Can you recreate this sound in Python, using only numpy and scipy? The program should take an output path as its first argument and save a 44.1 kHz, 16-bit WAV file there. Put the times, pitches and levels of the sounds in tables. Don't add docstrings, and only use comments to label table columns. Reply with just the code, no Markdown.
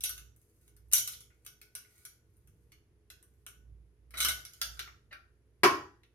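import sys
import numpy as np
from scipy import signal
from scipy.fft import rfft, irfft, next_fast_len
from scipy.io import wavfile

SR = 44100
rng = np.random.default_rng(int(sys.argv[2]) if len(sys.argv) > 2 else 0)


def master_out(mix):
    frames = np.transpose(np.atleast_2d(mix))
    ceiling = np.clip(frames, -1, 1)
    pcm = np.round(ceiling * 32767).astype(np.int16)
    wavfile.write(sys.argv[1], SR, pcm)


N = 270774

# start_s, edge_level_db, depth_db, twist_db
SLIPS = [(.007, -26, -25, 7), (0.0365, -10, -20, 2.5), (0.0931, -16.5, -16.5, -1.5), (.178, -30.5, -7.5, 2),
         (0.297, -65, -27, 4), (0.3621, -46, -16.5, -16), (0.6783, -44, -12, -5), (.765, -43.5, -14.5, -4),
         (0.9148, -29.5, -13, 1), (0.925, -13.5, -21.5, 0), (0.9335, 3, -25.5, -3.5),
         (0.9803, -9.5, -25, 0), (1.0678, -32, -20, 3), (1.075, -14.5, -21, 1), (1.1214, -27.5, -37, 3),
         (1.1337, -52, 2.5, 22), (1.205, -34, -16.5, 2.5), (1.3028, -78.5, 29, -5),
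         (1.4487, -38.5, -14.5, -5), (1.463, -27, -12.5, 1), (1.6142, -33.5, -8, -1),
         (1.7512, -20, -15, -1.5), (1.847, -65, 18, 1), (1.98, -44.5, -12, -5), (2.0509, -26, -15, -1.5),
         (2.3675, -53, -22, -13), (2.4734, -45.5, -13, -5.5), (2.7189, -43.5, -1.5, 2),
         (3.1011, -33.5, -6.5, 3.5), (3.2266, -40.5, -9, -14), (3.4643, -26.5, -8, -3.5),
         (4.1067, -41, -8, -2.5), (4.139, -47, 22.5, -11), (4.1773, -21, -4, -19), (4.2026, -11.5, -7.5, 5),
         (4.248, -8, -7.5, 3), (4.285, -11, -13.5, 4), (4.4507, -29, -12, 6), (4.478, -52, 6, -6),
         (4.5344, -35.5, -19, 7), (4.6147, -13.5, -7.5, 7), (4.772, -46, 3.5, 0), (4.7923, -24, 0.5, 6),
         (4.875, -60, 27.5, -8), (5.1268, -43.5, 17, 0), (6.0334, -55.5, 9.5, 3.5)]
# start_s, hold_s, edge_level_db, depth_db
SCRAPES = [(.036, 0.02, -39.5, -18.5), (.936, 0.054, -35.5, -23), (1.07, 0.012, -48, -18),
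           (1.125, 0.0083, -54.5, -16.5), (4.135, .03, -62.5, 6), (4.17, 0.033, -43.5, -9.5),
           (4.204, 0.037, -33.5, -13.5), (4.284, 0.0058, -36, -10), (5.108, 0.0069, -80.5, 27)]
# start_s, hold_s, edge_level_db, depth_db
RUBS = [(.33, 0.3, -78.5, -24.5), (.6, 0.067, -75.5, -10), (.82, 0.068, -81, -28.5), (1.27, 0.89, -86, -9),
        (1.85, 0.23, -70.5, -12), (2.2, 0.56, -87, -16.5), (3.25, .18, -86, -16), (4.42, 0.33, -69.5, -11)]
# pitch_hz, level_db, t60_s
LID_MODES = [(628, -14.5, 0.053), (1434, -4, 0.055), (1492, -3.5, 0.33), (1932, -1.5, 0.044),
             (2190, -3, .025), (3056, -13.5, 0.2), (3290, -10, 0.0054), (3886, -4.5, 0.03),
             (4699, -22.5, 0.1033), (5854, -2, 0.045), (6870, -16.5, 0.019), (8450, -5, 0.015),
             (8060, -8, 0.055), (9650, -0.5, 0.032), (10600, -8.5, 0.09), (11300, -6, 0.04),
             (12150, 0.5, 0.035), (13310, -24, .05)]
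# low_hz, high_hz
PARTS = [(1100, 2500), (2500, 4700), (4700, 7300), (7300, 15800)]
DEPTH_SHARE = [0.98, 0.51, 0.19, 0]
TWIST_SHARE = [0.061, 0.94, 1, 0]
# body_db, skirt_db, rim_db, edge_db
SLIP_DB, SCRAPE_DB, RUB_DB = [-1, -5, -9, 0], [-2.5, -1, -6.5, 1], [-2.5, -5.5, -18, 3.5]
CRACK_DB, SING_DB, SCRAPE_SING_DB = [-4.5, -5, -12, -6.5], [-23, -19, -29, -30], [13, 13.4, 18, 16]
# body_db, skirt_db, rim_db, edge_db
RUB_SING_DB = [12, 1.5, 1, -1]
# pitch_hz, level_db, t60_s
KNOCK_MODES = [(135, -5.5, 0.093), (282, -16, 0.31), (320, -9.5, 0.21), (885, -4, 0.033), (967, 9.5, 0.12),
               (1008, 10, 0.2), (1077, 5.5, 0.29), (1130, 1, 0.15), (1505, -9.5, 0.013), (1887, 7.5, 0.031),
               (2243, 6, 0.017)]
# frequency_hz, gain_db
IMPACT_EQ = [(59, -53), (100, -31.5), (335, -1.5), (721, -8.5), (1100, -3.5), (1360, -7.5), (6150, -28),
             (16000, -31)]
# frequency_hz, gain_db
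AIR_EQ = [(60, -10), (110, 2.5), (200, -16.5), (350, -8.5), (550, -19), (800, -26.5), (2000, -30),
          (4000, -40), (8000, -43), (10500, -28.5), (12300, -34.5), (13000, -57)]
# pitch_hz, width_hz, level_db
AIR_PEAKS = [(230, 12, -90.5), (326.4, 28, -86), (418.7, 12, -82.5), (474.4, 7.8, -87)]
# time_s, hum_db, rumble_db
LOW_SWELLS = [(0.0, -63, -65), (0.24, -55, -64.5), (0.46, -76, -70.5), (0.91, -57, -68.5),
              (0.96, -66.5, -62), (1.85, -75, -77.5), (2.53, -70.5, -63), (2.97, -70, -70),
              (3.5, -66.5, -68.5), (3.73, -51, -60), (3.97, -67.5, -74.5), (4.29, -46.5, -57),
              (4.55, -73, -73), (4.69, -50, -63), (5.01, -69.5, -66), (5.58, -68.5, -80.5),
              (5.64, -62.5, -53), (6.14, -73.5, -79.5)]
TAIL_CHANGES_S = [0, .7, 1.4, 1.72, 2.02, 2.6, 3.05, 3.4, 4.0, 4.58, 4.77, 5.08, 5.5]
# frequency_hz, t60_s, level_db
REVERB = [(100, 0.4, -25.5), (1050, 0.38, -24), (2440, 0.35, -24.5), (6000, 0.35, -24),
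          (14340, 0.28, -23.5)]
# frequency_hz, correlation
PORT_LIKENESS = [(60, .96), (150, .99), (300, .985), (600, .75), (1200, .15), (3000, 0)]
# frequency_hz, left_minus_right_db
PORT_BALANCE = [(60, -5), (250, 3.8), (1000, 1.5), (2000, 2.5), (4000, -3.5), (8000, -4.5), (12000, 5)]
# frequency_hz, gain_db
MIC_EQ = [(500, -1), (6300, 6), (7300, 4.5), (8300, 1), (15000, -4.5)]


def amp(db):
    return 10 ** (np.asarray(db, float) / 20)


def unit(x):
    return x / np.sqrt(np.mean(x ** 2))


def across(table, n):
    hz, value = np.transpose(table)
    return np.interp(np.log(np.arange(n // 2 + 1) * SR / n + 1), np.log(hz), value)


def colour(x, gain):
    n = next_fast_len(x.shape[-1], real=True)
    return irfft(rfft(x, n) * gain(n), n)[..., :x.shape[-1]]


def band(x, lo_hz, hi_hz, order=2):
    return signal.sosfilt(signal.butter(order, [lo_hz, hi_hz], "bandpass", fs=SR, output="sos"), x)


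def ring(x, modes):
    out = np.zeros(len(x))
    for k, (hz, db, t60) in enumerate(modes):
        r = np.exp(-np.log(1000) / (max(t60, .005) * SR))
        w = 2 * np.pi * hz / SR
        gain = (-1) ** k * amp(db) * 2 * np.sqrt(1 - r) * np.sin(w)
        out += gain * signal.lfilter([1], [1, -2 * r * np.cos(w), r * r], x)
    return out


def stereo_noise(n):
    mid = colour(rng.standard_normal(n), lambda m: np.sqrt((1 + across(PORT_LIKENESS, m)) / 2))
    side = colour(rng.standard_normal(n), lambda m: np.sqrt((1 - across(PORT_LIKENESS, m)) / 2))
    return np.array([mid + side, mid - side])


def room_tone():
    air = amp(-72.5) * unit(colour(stereo_noise(N), lambda n: amp(across(AIR_EQ, n))))
    for hz, width, db in AIR_PEAKS:
        air += amp(db) * unit(band(rng.standard_normal(N), hz - width / 2, hz + width / 2))
    time_s, hum_db, rumble_db = np.transpose(LOW_SWELLS)
    t = np.arange(N) / SR
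    hum_hz = 60.2 + 2.7 * unit(band(rng.standard_normal(N), 0.32, 3.8))
    hum = np.sqrt(2) * np.sin(2 * np.pi * np.cumsum(hum_hz) / SR) * amp(np.interp(t, time_s, hum_db))
    rumble = unit(band(stereo_noise(N), 62, 125)) * amp(np.interp(t, time_s, rumble_db))
    return air + rumble + hum


def grit(spread_db):
    size = amp(spread_db * np.repeat(rng.exponential(size=N // 24 + 1), 24)[:N])
    return unit(size * rng.standard_normal(N))


def slips(part, texture):
    t = np.arange(2048) / SR
    rise_s, decay_s = .00058, .001358
    fade = np.exp(-t / decay_s) * (1 - np.exp(-t / rise_s))
    chatter, force = unit(band(texture, *PARTS[part])), np.zeros(N)
    for start_s, db, depth_db, twist_db in SLIPS:
        i = int(start_s * SR)
        burst = fade * chatter[i:i + len(t)]
        gain = amp(db + DEPTH_SHARE[part] * depth_db + TWIST_SHARE[part] * twist_db + SLIP_DB[part])
        force[i:i + len(t)] += gain * burst * np.linalg.norm(fade) / np.linalg.norm(burst)
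    return force


def friction(strokes, part, texture, attack_s, fall_db_per_s):
    envelope, t = np.zeros(N), np.arange(N) / SR
    for start_s, hold_s, db, depth_db in strokes:
        rise = np.clip((t - start_s) / attack_s, 0, 1)
        fall_db = fall_db_per_s * np.clip(t - start_s - hold_s, 0, .5)
        envelope += rise * amp(db + DEPTH_SHARE[part] * depth_db - fall_db)
    lo, hi = PARTS[part]
    makeup = np.sqrt(SR / 2 / (hi - lo))
    return makeup * envelope * texture


def lid_ring(part, drive):
    lo, hi = PARTS[part]
    modes = [mode for mode in LID_MODES if (lo if part else 0) <= mode[0] < hi]
    if part > 0:
        return ring(drive, modes)
    lid_off = np.arange(N) / SR > 4.58
    muffled = [(hz * .94, db, min(t60, .14)) for hz, db, t60 in modes]
    return ring(drive * ~lid_off, modes) + ring(drive * lid_off, muffled)


def lid():
    out = np.zeros(N)
    rough, fine = grit(spread_db=3.5), grit(spread_db=-7.0)
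    for part, (lo, hi) in enumerate(PARTS):
        slip = slips(part, fine)
        scrape = amp(SCRAPE_DB[part]) * friction(SCRAPES, part, rough, attack_s=.0024, fall_db_per_s=799.5)
        rub = amp(RUB_DB[part]) * friction(RUBS, part, rough, attack_s=.082, fall_db_per_s=300)
        out += amp(CRACK_DB[part]) * band(slip + scrape + rub, lo, hi, order=3)
        drive = slip + amp(SCRAPE_SING_DB[part]) * scrape + amp(RUB_SING_DB[part]) * rub
        out += amp(SING_DB[part]) * lid_ring(part, drive)
        if part == 0:
            out += amp(-12) * band(np.abs(slip + scrape), 290, 1400)
            out += amp(-3) * band(scrape, 1950, 2850)
    return out


def knock(start_s=5.634):
    t = np.arange(16384) / SR
    noise = unit(colour(rng.standard_normal(len(t)), lambda n: amp(across(IMPACT_EQ, n))))
    crack = noise * np.exp(-t / 0.012)
    thud_and_ring = amp(11) * ring(1. * (t == 0), KNOCK_MODES)
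    out, i = np.zeros(N), int(start_s * SR)
    out[i:i + len(t)] = amp(-14.5) * (crack + thud_and_ring)
    return band(out, 105, 15500, order=3)


def room_response(n):
    t, noise, tail = np.arange(n) / SR, stereo_noise(n), 0
    hz, t60_s, db = np.transpose(REVERB)
    edges_hz = 60 * 2. ** np.arange(10)
    early_lift = 1 + .9 * np.exp(-t / .02)
    for lo, hi in zip(edges_hz[:-1], edges_hz[1:]):
        log_centre, hi = np.log(lo * hi) / 2, min(hi, .45 * SR)
        fade = np.exp(-np.log(1000) * t / np.interp(log_centre, np.log(hz), t60_s)) * early_lift
        octave = fade * band(noise, lo, hi)
        octave /= np.linalg.norm(octave, axis=1, keepdims=True)
        weight = np.linalg.norm(fade) * np.sqrt(2 * (hi - lo) / SR)
        tail += amp(np.interp(log_centre, np.log(hz), db)) * weight * octave
    tail *= np.clip(t / 0.00059, 0, 1)
    impulse = 1. * (t == 0)
    direct = amp(-4.5) * impulse + amp(-5.5) * band(impulse, 6000, 21000)
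    return tail + [direct, np.roll(direct, 4)]


def bathroom(x):
    n = 24576
    out, cuts = np.zeros((2, N + n)), [int(s * SR) for s in TAIL_CHANGES_S] + [N]
    for a, b in zip(cuts[:-1], cuts[1:]):
        out[:, a:b + n - 1] += signal.fftconvolve(x[None, a:b], room_response(n), axes=1)
    return out[:, :N]


def scene():
    return bathroom(lid() + knock()) + room_tone()


def record(dry):
    wet = colour(dry, lambda n: amp(np.outer([.5, -.5], across(PORT_BALANCE, n)) + across(MIC_EQ, n)))
    return signal.sosfilt(signal.ellip(8, .2, 70, 16000, fs=SR, output="sos"), wet)


dry = scene()
out = record(dry)
master_out(out)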